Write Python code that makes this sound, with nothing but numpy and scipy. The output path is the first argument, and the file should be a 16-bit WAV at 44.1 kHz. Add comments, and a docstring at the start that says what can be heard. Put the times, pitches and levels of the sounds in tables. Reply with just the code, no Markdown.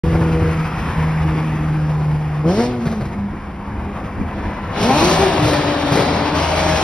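"""On a highway, microphone at the open window of a van, a six-cylinder sports car running alongside.
Wind beats at the window and tyres roar on concrete. The car's firing pulses drone in its pipe; it blips
the throttle, and unburnt fuel pops on the overrun. Then it revs hard as both enter a concrete tunnel,
where the exhaust gas rasps and the note and the bangs come back off the walls in a long echo."""
import sys
import numpy as np
from scipy import signal
from scipy.fft import rfft, irfft, next_fast_len
from scipy.io import wavfile
from scipy.ndimage import uniform_filter1d

SR = 44100
rng = np.random.default_rng(int(sys.argv[2]) if len(sys.argv) > 2 else 0)


def master_out(mix):
    """Clip the mix to full scale and print it as 16-bit PCM to the path in sys.argv[1]."""
    frames = np.transpose(np.atleast_2d(mix))
    ceiling = np.clip(frames, -1, 1)
    pcm = np.round(ceiling * 32767).astype(np.int16)
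    wavfile.write(sys.argv[1], SR, pcm)


N = 301203
T = np.arange(N) / SR

# slow drift of the road noise, before each layer's trim: time_s, wind_db, tyres_db, hiss_db
ROAD_LEVELS = [(0, -25.5, -35, -48.5), (.9, -28, -31, -48.5), (2.4, -32, -36, -55), (2.8, -32, -38, -55),
               (3.6, -31, -38.5, -62), (4, -30, -35, -57), (4.5, -27.5, -33, -59), (5.2, -30, -25, -47),
               (5.7, -42, -31, -49.5), (6.83, -35, -27.5, -56)]
# spectra of the road noise: frequency_hz, level_db
WIND_SPECTRUM = [(15, -8), (28, 8), (42, -1), (80, 2), (110, -4), (200, -6), (320, -8), (600, -25.5),
                 (1500, -75.5)]
TYRE_SPECTRUM = [(100, 6), (220, 8.5), (330, -6.5), (430, -4), (500, 4), (590, -1), (750, 4.5), (880, 3),
                 (1020, 4.5), (1400, -2), (2400, -8), (3200, -23), (5000, -48)]
NEAR_TYRE_SPECTRUM = [(500, -21), (1200, 1), (2400, -3), (3200, -17.5), (5000, -34)]  # the car's own, brighter from close by
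HISS_SPECTRUM = [(1000, -3.5), (2700, 12), (4200, 3), (5100, 4.5), (7000, 0), (9000, -3), (12300, -7),
                 (14000, -7.5), (16000, -33.5)]
GUST_SPECTRUM = [(30, -13), (70, 11), (140, -6), (260, -4), (450, -20), (800, -29), (2000, -74)]
# wind straight on the microphone: centre_s, level_db, half_length_s
MIC_GUSTS = [(4.212, -24, 0.035)]

# how much of the engine comes off the tunnel walls: time_s, power_share
TUNNEL_SHARE = [(4.4, 0.02), (4.75, 0.29), (4.95, 0.14), (5.3, 0.42), (6.1, 0.64), (6.4, 0.44),
                (6.83, 0.33)]
# the tunnel's reverberation time: frequency_hz, t60_s
TUNNEL_DECAY = [(100, 1.8), (400, 1.58), (1500, 2.3), (5000, 1.95), (12000, 0.29)]
# swells of a low drone in the tunnel: start_s, length_s, tone_db, octave_db
BOOM_SWELLS = [(5, 0.22, -35, -25.5), (5.3, 1, -32, -37), (6.3, 0.5, -24.5, -30.5)]

# bursts of gas rasp, levels at REFERENCE_FIRING_HZ: start_s, length_s, body_db, sizzle_db
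RASP_BURSTS = [(2.45, 0.19, -27.5, -31), (2.66, 0.056, -32.5, -47.5), (2.76, 0.23, -44, -47.5),
               (4.3, 0.77, -38, -52), (4.72, 0.069, -24, -38), (4.765, 0.23, -22.5, -27),
               (4.96, 0.17, -22, -25.5), (5.12, 0.21, -22.5, -33.5), (5.32, 0.96, -23.5, -37),
               (6.32, 0.18, -23, -31), (6.52, 0.34, -21, -29)]
# a few faint narrow rings in the sizzle, against its plain level: pitch_hz, level_db
SIZZLE_PEAKS = [(3070, -9), (3380, -6), (4370, 3), (4540, -18), (5180, -8), (5320, -14), (5480, 0)]
# a high whistle in the hard rev: start_s, length_s, level_db
WHISTLES = [(4.82, .2, -41), (5.04, .11, -35)]
# fuel firing in the pipe: start_s, thump_db, thump_pitch_hz, bark_db, crack_db, decay_s
EXHAUST_POPS = [(0.126, -5.5, 97, -16.5, -52, .01), (.14, -5.5, 78, -25, -48, 0.0089),
                (0.149, -15, 110, -19, -53, 0.013), (0.2085, -4, 121, -19, -48, 0.015),
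                (0.219, -16, 108, -20, -44, 0.01), (0.229, -20, 85, -33, -48, 0.014),
                (.393, -14, 87, -21, -48, 0.011), (0.4168, -6.5, 101, -16.5, -52, 0.011),
                (0.457, -10, 88.5, -34, -50, .015), (.65, -12.5, 87, -42, -54, 0.017),
                (2.458, -11.5, 164, -36, -53, 0.018), (2.657, -12, 300, -22, -36, .005),
                (2.853, -10, 163, -23, -37.5, 0.02), (2.866, -3.5, 165, -19.5, -39, 0.016),
                (2.912, -12, 168, -28.5, -40, 0.015), (2.924, -13, 167, -24, -46, .012),
                (3.002, -11, 170, -22, -42, 0.015), (3.016, -8.5, 137, -30, -49, .014),
                (3.052, -12, 136, -33, -39.5, 0.017), (4.211, -10, 203.9, -32, -55, 0.014),
                (4.81, -9, 179, -17, -28, .012), (4.827, 1.5, 202, -16, -23.5, 0.02),
                (5.39, -7, 144, -23, -33, 0.025), (5.424, -4, 138, -31, -30, 0.069),
                (5.45, -4.5, 131, -24, -33, 0.037), (5.475, -20, 124, -20.5, -31, 0.038),
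                (5.529, -8, 152, -13, -27.5, 0.018), (5.917, -3.5, 150, -18, -25, 0.04),
                (5.954, -2, 219, -16, -31, 0.037), (5.997, -5, 155, -19, -30, 0.02)]
# spectra of the gas leaving the pipe: frequency_hz, level_db
BODY_SPECTRUM = [(40, -32), (130, -12), (220, -1), (330, 4), (480, 1.5), (650, 5.5), (950, 1), (1500, -4.5),
                 (2500, -5), (4000, -10), (5400, -19.5), (7000, -36), (10000, -69)]
SIZZLE_SPECTRUM = [(1000, -22), (2400, 10.5), (3400, 1), (4600, 4), (5350, 7.5), (6200, 5), (8500, -2),
                   (12000, -9.5), (14000, -19), (16000, -44)]
BARK_SPECTRUM = [(100, -10.5), (400, 13.5), (700, 5), (1200, 1), (1700, -4), (2400, -4), (3000, -29.5),
                 (6000, -35)]
CRACK_SPECTRUM = [(1000, -13), (2500, 4), (4500, 6.5), (6500, 1), (9000, -5), (12000, -8.5), (16000, -25)]

# the engine's firing rate: time_s, rate_hz
FIRING_RATE = [(0, 164.4), (.6, 159.3), (1, 157.7), (1.25, 156.6), (2.43, 149.8), (2.49, 170.4),
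               (2.61, 236.8), (2.70, 249.4), (2.95, 217.4), (3.06, 200.9), (4.77, 202.2), (4.83, 212.9),
               (4.9, 256.8), (4.96, 293), (5.03, 330.2), (5.1, 375.7), (5.24, 380.3), (5.35, 311.2),
               (5.55, 295.5), (5.85, 282.3), (6.24, 289.4), (6.35, 312.7), (6.83, 315.8)]
# its unsteadiness, greatest in the hard rev: time_s, rms_share
FIRING_JITTER = [(4.75, 0.0059), (4.88, 0.012), (5.2, 0.01703), (5.6, 0.00797)]
# load, which brightens and roughens the note: time_s, load_share
ENGINE_LOAD = [(0, 0.04), (2.4, 0.29), (2.68, 0.57), (4.7, 0.08), (4.86, 0.96), (5.5, 0.75), (6.83, 0.97)]
# the pipe's overtone colour at light and at full load: frequency_hz, level_db
LIGHT_LOAD_SPECTRUM = [(70, -4), (150, -3), (230, 5.5), (330, 9), (490, -2), (640, -16.5), (725, -10.5),
                       (820, -34.5), (1250, -26), (3000, -37)]
FULL_LOAD_SPECTRUM = [(70, -7.5), (155, -2), (230, -10.5), (330, -2), (480, -3), (590, 0.5), (690, -2),
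                      (790, 4.5), (870, -1.5), (970, 1.5), (1200, -16), (2000, -19.5), (3000, -26)]
# the exhaust speaks up: start_s, length_s, tone_db, octave_db, overtones_db
EXHAUST_SURGES = [(0, 0.49, -17, -28, -23), (.48, 0.14, -17.5, -37, -32), (.95, 0.3, -16.5, -42, -33.5),
                  (1.23, 0.19, -16.5, -27.5, -34), (1.42, .24, -18.5, -32.5, -43.5),
                  (1.66, 0.21, -17, -31.5, -50), (1.87, 0.3, -16.5, -43, -46),
                  (2.17, 0.25, -19.5, -46, -50), (2.43, 0.07, -15, -19.5, -17), (2.49, 0.12, -22, -25, -19),
                  (2.565, 0.038, -15, -18, -13.5), (2.65, .04, -20, -28, -26.5),
                  (2.68, 0.26, -23, -38, -36), (2.94, 0.062, -21, -35.5, -43),
                  (3.14, 0.13, -22.5, -49, -43), (3.84, 0.081, -29, -34.5, -42),
                  (4.75, 0.059, -24, -26, -24.5), (4.805, .06, -15, -23, -24),
                  (4.875, 0.047, -19, -23, -14), (4.935, 0.035, -24, -18, -20),
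                  (4.995, 0.052, -14.5, -33, -15), (5.06, 0.13, -24, -26.5, -17.5),
                  (5.17, 0.09, -18, -27, -24), (5.28, .17, -23.5, -29.5, -33),
                  (5.46, 0.43, -23.5, -30, -27), (5.95, 0.65, -30, -37, -31.5), (6.32, 0.48, -28, -24, -26)]
# the engine lopes: start_s, length_s, order_0.5_db, order_1.5_db, order_2.5_db
ENGINE_LOPES = [(1.4, 0.26, -45, -32.5, -49), (1.85, 0.92, -50, -44, -43), (2.62, 0.17, -30, -30, -43),
                (4.91, 0.066, -25, -36, -36)]

# stereo width, before each source's own widening: frequency_hz, side_db
STEREO_WIDTH = [(60, -54), (200, -34.5), (400, -19.5), (800, -11.5), (1800, -15.5), (3000, -6.5),
                (4500, -5), (7000, -34), (15000, -26)]
# the sound leans left, most in the tunnel: frequency_hz, full_left_over_right_db
LEFT_LEAN = [(110, .3), (200, -0.2), (380, 4.7), (700, 7.6), (1290, 5.5), (2000, 0), (5000, 0)]
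# left and right swing in and out of phase in the treble: frequency_hz, left_lead_rad
TREBLE_PHASE = [(0, 0), (1900, .1), (2700, .7), (5100, .5), (6000, 1.6), (6800, 3), (8000, 3.3),
                (9900, 6.2), (11400, 6.4), (12800, 9.4)]

REFERENCE_FIRING_HZ = 326
RASP_ATTACK_S, RASP_RELEASE_S = 0.05, 0.039
SURGE_ATTACK_S, SURGE_RELEASE_S = 0.029, 0.035


def amp(db):
    """Decibels to gain."""
    return 10 ** (np.asarray(db) / 20)


def unit(x):
    """Scales to rms 1."""
    return x / np.sqrt(np.mean(x ** 2) + 1e-20)


def at_hz(points, hz):
    """Reads a table on a log-frequency axis."""
    f, value = np.transpose(points)
    return np.interp(np.log(hz + 1), np.log(f + 1), value)


def curves(rows):
    """The columns of a time table at every sample."""
    time_s, *columns = np.transpose(rows)
    return [np.interp(T, time_s, column) for column in columns]


def swells(rows, attack_s, release_s):
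    """Events rise, hold and die away; one gain curve for each dB column."""
    power = 0
    for start_s, length_s, *levels_db in rows:
        rise = np.clip((T - start_s) / attack_s, 0, 1)
        fall = np.exp(-np.maximum(T - start_s - length_s, 0) / release_s)
        power = power + np.outer(amp(levels_db), rise * fall) ** 2
    return np.sqrt(power)


def shape(x, gain):
    """Filters by a gain given as a function of frequency."""
    size = next_fast_len(N + 4096)
    return irfft(rfft(x, size) * gain(np.fft.rfftfreq(size, 1 / SR)), size)[..., :N]


def wobble(rate_hz):
    """A random waver of rms 1, mostly slower than rate_hz."""
    return unit(shape(rng.standard_normal(N), lambda f: np.exp(-(f / rate_hz) ** 2)))


def narrow_noise(pitch_hz, width_hz):
    """A narrow band of noise that follows a pitch curve."""
    angle = 2 * np.pi * np.cumsum(pitch_hz) / SR
    return wobble(width_hz) * np.cos(angle) + wobble(width_hz) * np.sin(angle)


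def spread(pair, wide_db):
    """Two unrelated signals become left and right, near mono in the bass."""
    side = shape(pair[1], lambda f: amp(at_hz(STEREO_WIDTH, f) + wide_db))
    return np.array([pair[0] + side, pair[0] - side])


def noise(spectrum, wide_db=0):
    """Stereo turbulence of rms 1."""
    pair = shape(rng.standard_normal((2, N)), lambda f: amp(at_hz(spectrum, f)))
    return unit(spread(pair, wide_db))


def patchy_bands(x, depth_db, full_from_hz=600):
    """Narrow bands of the noise swell and fade at random."""
    hz, _, bands = signal.stft(x, SR, nperseg=1024)
    patches = rng.standard_normal((bands.shape[-1], len(hz))).T
    for _ in range(2):
        patches = uniform_filter1d(uniform_filter1d(patches, size=3, axis=0), size=15, axis=1)
    gain_db = depth_db * unit(patches) * np.minimum(hz / full_from_hz, 1)[:, None]
    return signal.istft(bands * amp(gain_db), SR, nperseg=1024)[1][:, :N]


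def road(wind_trim_db=4, tyre_trim_db=4.5, hiss_trim_db=6.5, abreast_s=0.77, half_pass_s=0.69):
    """Wind beats at the window and sings faintly on its edge; tyres roar on concrete."""
    wind_db, tyres_db, hiss_db = curves(ROAD_LEVELS)
    buffet_db = 2.5 * (wobble(10.2) - 0.5)
    window_edge = amp(-17) * narrow_noise(4950 + 89 * wobble(1.4), width_hz=150)
    # the car's tyres are loudest as the van draws level
    near_tyres = amp(-33) * noise(NEAR_TYRE_SPECTRUM) / (1 + ((T - abreast_s) / half_pass_s) ** 2)
    roar = amp(tyres_db + tyre_trim_db) * noise(TYRE_SPECTRUM)
    hiss = amp(hiss_db + hiss_trim_db) * (noise(HISS_SPECTRUM) + window_edge)
    rush = patchy_bands(roar + near_tyres + hiss, depth_db=1.43)
    wind = amp(wind_db + wind_trim_db + buffet_db) * noise(WIND_SPECTRUM)
    return wind + rush * amp(wobble(23))


def mic_gust(apart=0.32):
    """Eddies brush the microphone and push on each side a little differently."""
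    common, side = shape(rng.standard_normal((2, N)), lambda f: amp(at_hz(GUST_SPECTRUM, f)))
    swell = sum(amp(db) * np.exp(-((T - s) / half_s) ** 2 / 2) for s, db, half_s in MIC_GUSTS)
    return swell * unit(np.array([common + apart * side, common - apart * side]))


def tunnel_boom(pitch_hz=82.9, waver=0.0186, swell_db=2):
    """A low wavering drone and its octave build up in the tunnel."""
    cycles = np.cumsum(pitch_hz * (1 + waver * wobble(7.75))) / SR
    gains = swells(BOOM_SWELLS, attack_s=0.043, release_s=0.064)
    return sum(gain * amp(swell_db * wobble(6.3)) * np.sqrt(2) * np.sin(2 * np.pi * k * cycles)
               for k, gain in enumerate(gains, 1))


def tunnel_echo(x, build_s=0.0011):
    """Dense echoes off concrete walls; the high treble dies first."""
    hz, t, bands = signal.stft(rng.standard_normal((2, 3 * SR // 2)), SR, nperseg=256)
    decay = amp(-60 * t / at_hz(TUNNEL_DECAY, hz)[:, None])
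    tail = signal.istft(bands * decay * (1 - np.exp(-t / build_s)), SR, nperseg=256)[1]
    echoes = signal.fftconvolve(x[None], tail / np.linalg.norm(tail[0]), axes=1)[:, :N]
    return spread(echoes, wide_db=5)


def barrier_echo(x, delay_s=0.031, echo_db=-11, low_hz=300):
    """The low concrete barrier throws the overtones back; bass bends over it."""
    reflection = lambda f: np.exp(-2j * np.pi * f * delay_s) * f ** 4 / (f ** 4 + low_hz ** 4)
    return amp(echo_db) * shape(x, reflection)


def high_whistle(firing_hz, sag_from_s=4.6, sag_hz_per_s=2900):
    """A high whistle that slides down during the hard rev."""
    pitch_hz = 5260 + 600 * np.log2(firing_hz / REFERENCE_FIRING_HZ)
    pitch_hz -= sag_hz_per_s * np.maximum(T - sag_from_s, 0)
    return swells(WHISTLES, RASP_ATTACK_S, RASP_RELEASE_S)[0] * narrow_noise(pitch_hz, width_hz=460)


def sizzle_rings(f, width_hz=25):
    """Gain that puts a few faint narrow rings in the sizzle."""
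    return 1 + sum(amp(db) / (1 + ((f - hz) / width_hz) ** 2) for hz, db in SIZZLE_PEAKS)


def gas_rasp(firings, firing_hz, inside, pulsing=0.056, linger_s=0.2):
    """Gas hisses out in a puff per bank firing; in the tunnel it lingers and echoes fill the gaps."""
    body_gain, sizzle_gain = swells(RASP_BURSTS, RASP_ATTACK_S, RASP_RELEASE_S + linger_s * inside)
    octaves = np.log2(firing_hz / REFERENCE_FIRING_HZ)  # the rasp grows with the revs
    body = body_gain * amp(5 * octaves) * noise(BODY_SPECTRUM, wide_db=4)
    ringing = unit(shape(noise(SIZZLE_SPECTRUM, wide_db=4), sizzle_rings))
    sizzle = sizzle_gain * amp(6.5 * octaves) * ringing
    puffs = 1 + pulsing * (1 - inside) * np.cos(np.pi * firings)
    return patchy_bands(body + sizzle, depth_db=1.8) * puffs * amp(wobble(24))


def fuel_pops(ring_cycles=1.3, rise_s=0.0033, grit_db=1.5):
    """Unburnt fuel fires in the pipe: a short low ring, a hollow bark and a ragged crack."""
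    thumps, barks, cracks = np.zeros((3, N))
    for start_s, thump_db, hz, bark_db, crack_db, decay_s in EXHAUST_POPS:
        at = round(start_s * SR)
        t = T[:min(N - at, SR // 3)]
        span = slice(at, at + len(t))
        attack = 1 - np.exp(-t / rise_s)
        burst = attack * np.exp(-t / decay_s)
        thumps[span] += amp(thump_db) * attack * np.sin(2 * np.pi * hz * t) * np.exp(-t * hz / ring_cycles)
        barks[span] += amp(bark_db) * burst
        cracks[span] += amp(crack_db) * burst
    gas = barks * noise(BARK_SPECTRUM)[0] + cracks * noise(CRACK_SPECTRUM)[0]
    return thumps + gas * amp(grit_db * wobble(260))


def engine_lope(firings, rough=0.27):
    """The two banks fall out of balance and half orders grow between the main lines."""
    lope = np.zeros(N)
    for k, gain in enumerate(swells(ENGINE_LOPES, SURGE_ATTACK_S, SURGE_RELEASE_S)):
        half_order = np.sqrt(2) * np.cos(2 * np.pi * ((k + 0.5) * firings + rng.random()))
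        lope += gain * half_order * (1 + rough * wobble(30))
    return lope


def pipe_overtones(firings, firing_hz, load, shakes, bank_db=-14, cylinder_db=-24):
    """Harmonics coloured by the pipe; unequal banks add half orders, unequal cylinders add sixths."""
    overtones = np.zeros(N)
    for sixths in [4, 5, *range(7, 12), *range(13, 24), *range(24, 55, 3)]:
        uneven_db = 6 * load + (bank_db if sixths % 3 == 0 else cylinder_db)
        order_db = 0 if sixths % 6 == 0 else uneven_db
        line = np.cos(2 * np.pi * (firings * sixths / 6 + rng.random()))
        hz = firing_hz * sixths / 6
        pipe_db = (1 - load) * at_hz(LIGHT_LOAD_SPECTRUM, hz) + load * at_hz(FULL_LOAD_SPECTRUM, hz)
        overtones += amp(order_db + pipe_db) * line * (1 + shakes[sixths % len(shakes)])
    return overtones


def exhaust_note(firings, firing_hz, inside, throb_db=-13, coast_tone_db=-33, coast_overtones_db=-51):
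    """Firing pulses sound a tone, its octave and overtones, sinking to a quiet drone between surges."""
    tone_gain, octave_gain, overtone_gain = swells(EXHAUST_SURGES, SURGE_ATTACK_S, SURGE_RELEASE_S)
    load = curves(ENGINE_LOAD)[0]
    shakes = [0.22 * wobble(26) + 0.25 * wobble(80) for _ in range(7)]  # roughness and burble
    overtones = pipe_overtones(firings, firing_hz, load, shakes)
    waver = 0.028 + 0.65 * inside  # paths off the passing walls beat against each other
    tone = np.cos(2 * np.pi * firings + waver * wobble(40)) * (1 + waver * wobble(29))
    tone += amp(throb_db) * np.cos(np.pi * firings) * (1 + shakes[0])
    octave = np.sin(2 * np.pi * 2 * firings) * (1 + load * shakes[1])
    low_orders = np.hypot(tone_gain, amp(coast_tone_db)) * tone + octave_gain * octave
    return np.sqrt(2) * low_orders + np.hypot(overtone_gain, amp(coast_overtones_db)) * overtones


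def scene(open_road_lean=0.26):
    """From the van window the car is heard directly on the open road, largely by echo in the tunnel."""
    firing_hz = curves(FIRING_RATE)[0] * (1 + curves(FIRING_JITTER)[0] * wobble(33.5))
    firings = np.cumsum(firing_hz) / SR
    inside = curves(TUNNEL_SHARE)[0]
    engine = exhaust_note(firings, firing_hz, inside) + engine_lope(firings) + high_whistle(firing_hz)
    bangs = fuel_pops()
    direct = np.sqrt(1 - inside) * engine + bangs
    echoes = barrier_echo(direct) + tunnel_echo(np.sqrt(inside) * (engine + bangs))
    mix = direct + echoes + gas_rasp(firings, firing_hz, inside) + tunnel_boom() + road() + mic_gust()
    leftward = shape(mix, lambda f: amp(np.outer([0.5, -0.5], at_hz(LEFT_LEAN, f))))
    lean = np.minimum(open_road_lean + inside, 1)
    return (1 - lean) * mix + lean * leftward


def record(dry, low_cut_hz=38, high_cut_hz=15500, start_s=0.034):
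    """Left and right swing in and out of phase in the treble; peaks are rounded, the band limited."""
    phase_turn = lambda f: np.exp(1j * np.outer([0, -1], at_hz(TREBLE_PHASE, f)))
    low_cut = lambda f: f ** 4 / np.hypot(f ** 4, low_cut_hz ** 4)
    fade_in = np.clip((T - start_s) / 0.004, 0, 1)
    heard = shape(dry, lambda f: phase_turn(f) * low_cut(f)) * fade_in
    rounded = heard / (1 + heard ** 8) ** (1 / 8)
    high_cut = signal.firwin(511, high_cut_hz, window=("kaiser", 9), fs=SR)
    return signal.oaconvolve(rounded, high_cut[None], "same")


dry = scene()
out = record(dry)
master_out(out)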